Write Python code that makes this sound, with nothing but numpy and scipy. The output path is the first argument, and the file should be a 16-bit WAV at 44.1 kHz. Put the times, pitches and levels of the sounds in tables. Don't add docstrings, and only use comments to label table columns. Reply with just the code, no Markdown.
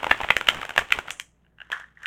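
import sys
import numpy as np
from scipy import signal
from scipy.fft import rfft, irfft
from scipy.io import wavfile
from scipy.ndimage import uniform_filter1d, minimum_filter1d

SR = 44100
rng = np.random.default_rng(int(sys.argv[2]) if len(sys.argv) > 2 else 0)


def put_to_file(sound):
    columns = np.atleast_2d(sound).T
    safe = np.clip(columns, -1, 1)
    whole_steps = np.round(safe * 32767)
    wavfile.write(sys.argv[1], SR, whole_steps.astype(np.int16))


N = 90890
T = np.arange(N) / SR

# pitch_hz, level_db (relative colour)
AIR_COLOUR = [(50, -5.5), (170, -4), (2000, -27.5), (4500, -44)]
# pitch_hz, level_db
HUM_TONES = [(59.2, -67.5), (120, -76), (161.5, -72)]
# pitch_hz, fade_s
ECHO_FADE = [(4500, 0.2358), (6500, 0.37), (11000, 0.22)]
# pitch_hz, level_db
ECHO_COLOUR = [(4500, -13.5), (8000, -8), (14000, -11.5)]
# time_s, level_db
BRIGHT_ECHO_LEVEL = [(1.105, -71), (1.115, -42), (1.16, -58.5), (1.22, -56.5), (1.38, -98)]
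# pitch_hz, level_db (relative)
BRIGHT_ECHO_COLOUR = [(4000, -26.5), (6500, 4.5), (9700, -1.5), (11500, -28)]
# start_s, level_db
AIR_PUFFS = [(0.11, -30), (0.2365, -30), (0.366, -35), (.487, -34), (0.78, -35.5), (.91, -38.5),
             (0.989, -42)]
# time_s, level_db
SLIDE_LEVEL = [(0, -41.5), (.12, -36.5), (.45, -43.5), (.51, -35.5), (.745, -47.5), (.81, -34),
               (.89, -49.5), (.95, -34.5), (1.05, -49), (1.095, -42), (1.31, -79.5), (1.56, -79.5),
               (1.62, -58.5), (1.7, -59.5), (1.727, -31), (1.94, -68.5), (2.05, -46)]
# pitch_hz, level_db (relative)
OPEN_COLOUR = [(50, -2), (180, -8.5), (700, -2), (3000, -4.5), (4500, -23.5), (8000, -25), (11300, -35.5)]
CLOSED_COLOUR = [(300, -25), (1760, 7.5), (2400, -11.5), (3200, -7.5), (4500, -27), (6500, -23),
                 (16000, -46)]
# start_s, level_db
FINGER_TAPS = [(1.447, -64), (1.4642, -63.5), (1.5843, -50), (1.6025, -40), (1.6153, -36)]
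# start_s, level_db, pitch_hz
FINGER_SQUEAKS = [(1.7274, -26, 1680), (1.7341, -38, 1620), (1.8106, -39, 1590), (1.8406, -40.5, 1735),
                  (1.9718, -44, 1867), (2.0325, -39.5, 1690), (2.036, -40, 1740), (2.0444, -38.5, 1520)]
# pitch_hz, level_db (relative)
CARD_COLOUR = [(330, -14), (620, -3), (1800, -2), (3000, -2.5), (3600, -11), (4500, -25.5), (7500, -25),
               (11300, -38.5), (13200, -27), (16500, -53)]
# start_s, level_db, body_db, treble_db
EDGE_TICKS = [(.0305, -24, 9.5, 0), (.043, -21, 4, -1.5), (.0668, -20, 10, -1.5), (.0945, -29, 0, -8),
              (.203, -25, 7.5, -10.5), (.2127, -24, 10, 5.5), (.2335, -27, -2, -5.5), (.2411, -26.5, 2, -7),
              (.2458, -25.5, 12.5, 0), (.2875, -24.5, -1.5, -12.5), (.4107, -22.5, 2, 1.5),
              (.47, -25, -7.5, 2), (.5455, -30, 2, 8), (.614, -28.5, 0, 2), (.6298, -26.5, 4, -0.5),
              (.651, -30.5, 1, 9), (.6925, -28.5, 1.5, 7.5), (.706, -29, 2, 1.5), (.762, -25, 1.5, 3.5),
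              (.7867, -21, 6, 0.5), (.7915, -21.5, 1.5, 7.5), (.905, -30, -19, -7), (1.082, -31, 2, -4),
              (1.1051, -25.5, -9.5, 14), (1.701, -40, 8, 1), (1.798, -44, 6, 14), (2.031, -45, -5, 15)]
# start_s, level_db, length_s, body_db, flex_hz, treble_db
PACKET_SLAPS = [(0.1099, -6, 0.0053, 0.5, 1710, -8), (0.3031, -8, .0048, 1, 2190, -6),
                (0.366, -14, 0.0009, 2.5, 1940, 7), (0.4862, -6.5, 0.0023, -8.5, 3240, 1.5),
                (0.7776, -9.5, 0.0033, -1, 1680, 1), (0.921, -9.5, 0.0025, -16, 2280, -0.5),
                (0.987, -22, 0.00254, 7.5, 1500, 5.5), (1.198, -26.5, 0.0011, -14.5, 2820, 14.5),
                (1.717, -26.5, 0.0038, -5, 3300, 3), (2.0573, -23, 0.0016, -21.5, 1500, -4)]

FLOOR_DB = -68
ECHO_S, EARLY_DB, EARLY_S = 0.0076, 8, 0.015
PUFF_S, PUFF_HZ = .003, 30
CLOSED_S = 1.5
GRAINS_PER_S, GRAIN_SPREAD_DB, CATCH_S = 320, 2, 0.0014
DECK_HZ, DECK_UPPER_HZ, DECK_T60 = 1570, 2822, 0.012
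BODY_HZ, TREBLE_HZ, AIR_HZ = 1080, 4500, 10800
FLEX_DB, FLEX_OCTAVES = 8.5, 0.16
SPOT_HZ, EDGE_S = 1640, .0015
LEAD_S, LEAD_DB = .002, -30
ATTACK_S, TICK_S = .0007, .002
RELEASE_S, EDGE_RELEASE_S = 0.0015, 0.0013
CUT_HZ = 16400


def amp(db):
    return 10 ** (np.asarray(db) / 20)


def unit(x):
    return x / np.sqrt(np.mean(x ** 2) + 1e-20)


def read(points, hz):
    f, value = np.transpose(points)
    return np.interp(np.log(hz + 1), np.log(f + 1), value)


def level(points):
    return amp(np.interp(T, *np.transpose(points)))


def add(mix, s, sound):
    part = mix[max(round(s * SR), 0):][:len(sound)]
    part += sound[:len(part)]


def tint(x, points):
    hz = np.fft.rfftfreq(len(x), 1 / SR)
    return unit(irfft(rfft(x) * amp(read(points, hz)), len(x)))


def causal(db):
    log_gain = np.log(amp(np.r_[db, db[-2:0:-1]]))
    return np.exp(np.conj(signal.hilbert(log_gain)))[:len(db)]


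def at_level(x, db):
    return x * amp(db) * np.sqrt(.005 * SR / np.sum(x ** 2))


def contact(length, release, body_db, flex_hz, treble_db, size=2048, order=33):
    t = np.arange(size) / SR - LEAD_S
    hz = np.fft.rfftfreq(size, 1 / SR)
    rise = np.clip(t / ATTACK_S, amp(LEAD_DB), 1)
    fade = np.exp(-np.maximum(t - length, 0) / release)
    rush = rng.standard_normal(size) ** 3 * rise * fade
    spectrum = rfft(rush)
    uneven_db = 10 * np.log10(uniform_filter1d(abs(spectrum) ** 2, order) + 1e-12)

    def above(edge):
        return 1 / (1 + (edge / (hz + 1)) ** 10)

    body = body_db * (1 - above(BODY_HZ))
    treble = treble_db * (above(TREBLE_HZ) - above(AIR_HZ) / 2)
    flex = FLEX_DB / (1 + (np.log2((hz + 1) / flex_hz) / FLEX_OCTAVES) ** 2)
    colour_db = read(CARD_COLOUR, hz) + body + treble + flex
    damped = np.exp(-np.maximum(t - 2 * length, 0) / (2 * length))
    return irfft(spectrum * causal(colour_db - uneven_db)) * damped


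def background():
    hum = 0
    for hz, db in HUM_TONES:
        hum = hum + amp(db) * np.sqrt(2) * np.sin(2 * np.pi * (hz * T + rng.random()))
    return hum + amp(FLOOR_DB) * tint(rng.standard_normal(N), AIR_COLOUR)


def room(x, size=22050, order=12):
    t = np.arange(size) / SR
    late = np.maximum(t - ECHO_S, 0)
    echoes = rng.choice([-1., 1.], size) * (rng.random(size) < 1 / order) * (t > ECHO_S)
    echoes = echoes * (1 + amp(EARLY_DB) * np.exp(-late / EARLY_S))
    hz, when, bands = signal.stft(echoes, SR, nperseg=256)
    bands = bands * amp(-60 * when / read(ECHO_FADE, hz)[:, None])
    tail = signal.istft(bands, SR, nperseg=256)[1][:size]
    colour = causal(read(ECHO_COLOUR, np.fft.rfftfreq(size, 1 / SR)))
    tail = irfft(rfft(tail / np.linalg.norm(tail)) * colour)
    return signal.fftconvolve(x, tail)[:N]


def bright_echo():
    return tint(rng.standard_normal(N), BRIGHT_ECHO_COLOUR) * level(BRIGHT_ECHO_LEVEL)


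def puffs():
    pushes = sum(amp(db) * np.exp(-((T - s) / PUFF_S) ** 2) for s, db in AIR_PUFFS)
    return signal.lfilter(*signal.butter(1, PUFF_HZ, "highpass", fs=SR), pushes)


def rub(colour, smooth, count=2):
    out = smooth * rng.standard_normal(N)
    fade = np.exp(-1 / (CATCH_S * SR))
    for kind in ("lowpass", "highpass"):
        caught = rng.random(N) < GRAINS_PER_S / count / SR
        starts = caught * amp(GRAIN_SPREAD_DB * np.minimum(rng.exponential(1, N), 3))
        bursts = signal.lfilter([1], [1, -fade], starts) * rng.standard_normal(N)
        out += signal.lfilter(*signal.butter(1, SPOT_HZ, kind, fs=SR), unit(bursts))
    return tint(out, colour)


def slide():
    faces = np.where(T < CLOSED_S, rub(OPEN_COLOUR, smooth=0.85), rub(CLOSED_COLOUR, smooth=1.0))
    return faces * level(SLIDE_LEVEL)


def ring(hz, size=2048):
    t = np.arange(size) / SR
    tone = np.sin(2 * np.pi * (hz * t + rng.random()))
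    return amp(-60 * t / DECK_T60) * tone * np.minimum(t / TICK_S, 1) ** 2


def fingers(upper_db=-3, click_db=-8, treble_db=-6):
    out = np.zeros(N)
    for s, db in FINGER_TAPS:
        knock = ring(DECK_HZ) + amp(upper_db) * ring(DECK_UPPER_HZ)
        add(out, s, at_level(knock, db))
        click = contact(TICK_S, EDGE_RELEASE_S, 0, DECK_HZ, treble_db)
        add(out, s - LEAD_S, at_level(click, db + click_db))
    for s, db, hz in FINGER_SQUEAKS:
        add(out, s, at_level(ring(hz), db))
    return out


def cards():
    out = np.zeros(N)
    for s, db, length, body_db, flex_hz, treble_db in PACKET_SLAPS:
        slap = contact(length, RELEASE_S, body_db, flex_hz, treble_db)
        add(out, s - LEAD_S, at_level(slap, db))
    for s, db, body_db, treble_db in EDGE_TICKS:
        flex_hz = SPOT_HZ * 2 ** (-body_db / 10)
        tick = contact(EDGE_S, EDGE_RELEASE_S, body_db, flex_hz, treble_db)
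        add(out, s - LEAD_S, at_level(tick, db))
    return out


def scene():
    hits = cards() + fingers()
    echoes = room(hits) + bright_echo()
    return (hits + echoes + slide() + puffs() + background())[None]


def record(dry):
    need = np.minimum(1 / (abs(dry) + 1e-9), 1)
    gain = uniform_filter1d(minimum_filter1d(need, size=45), size=45)
    high_cut = signal.firwin(255, CUT_HZ, window=("kaiser", 9), fs=SR)
    return signal.oaconvolve(dry * gain, high_cut[None], "same")


dry = scene()
out = record(dry)
put_to_file(out)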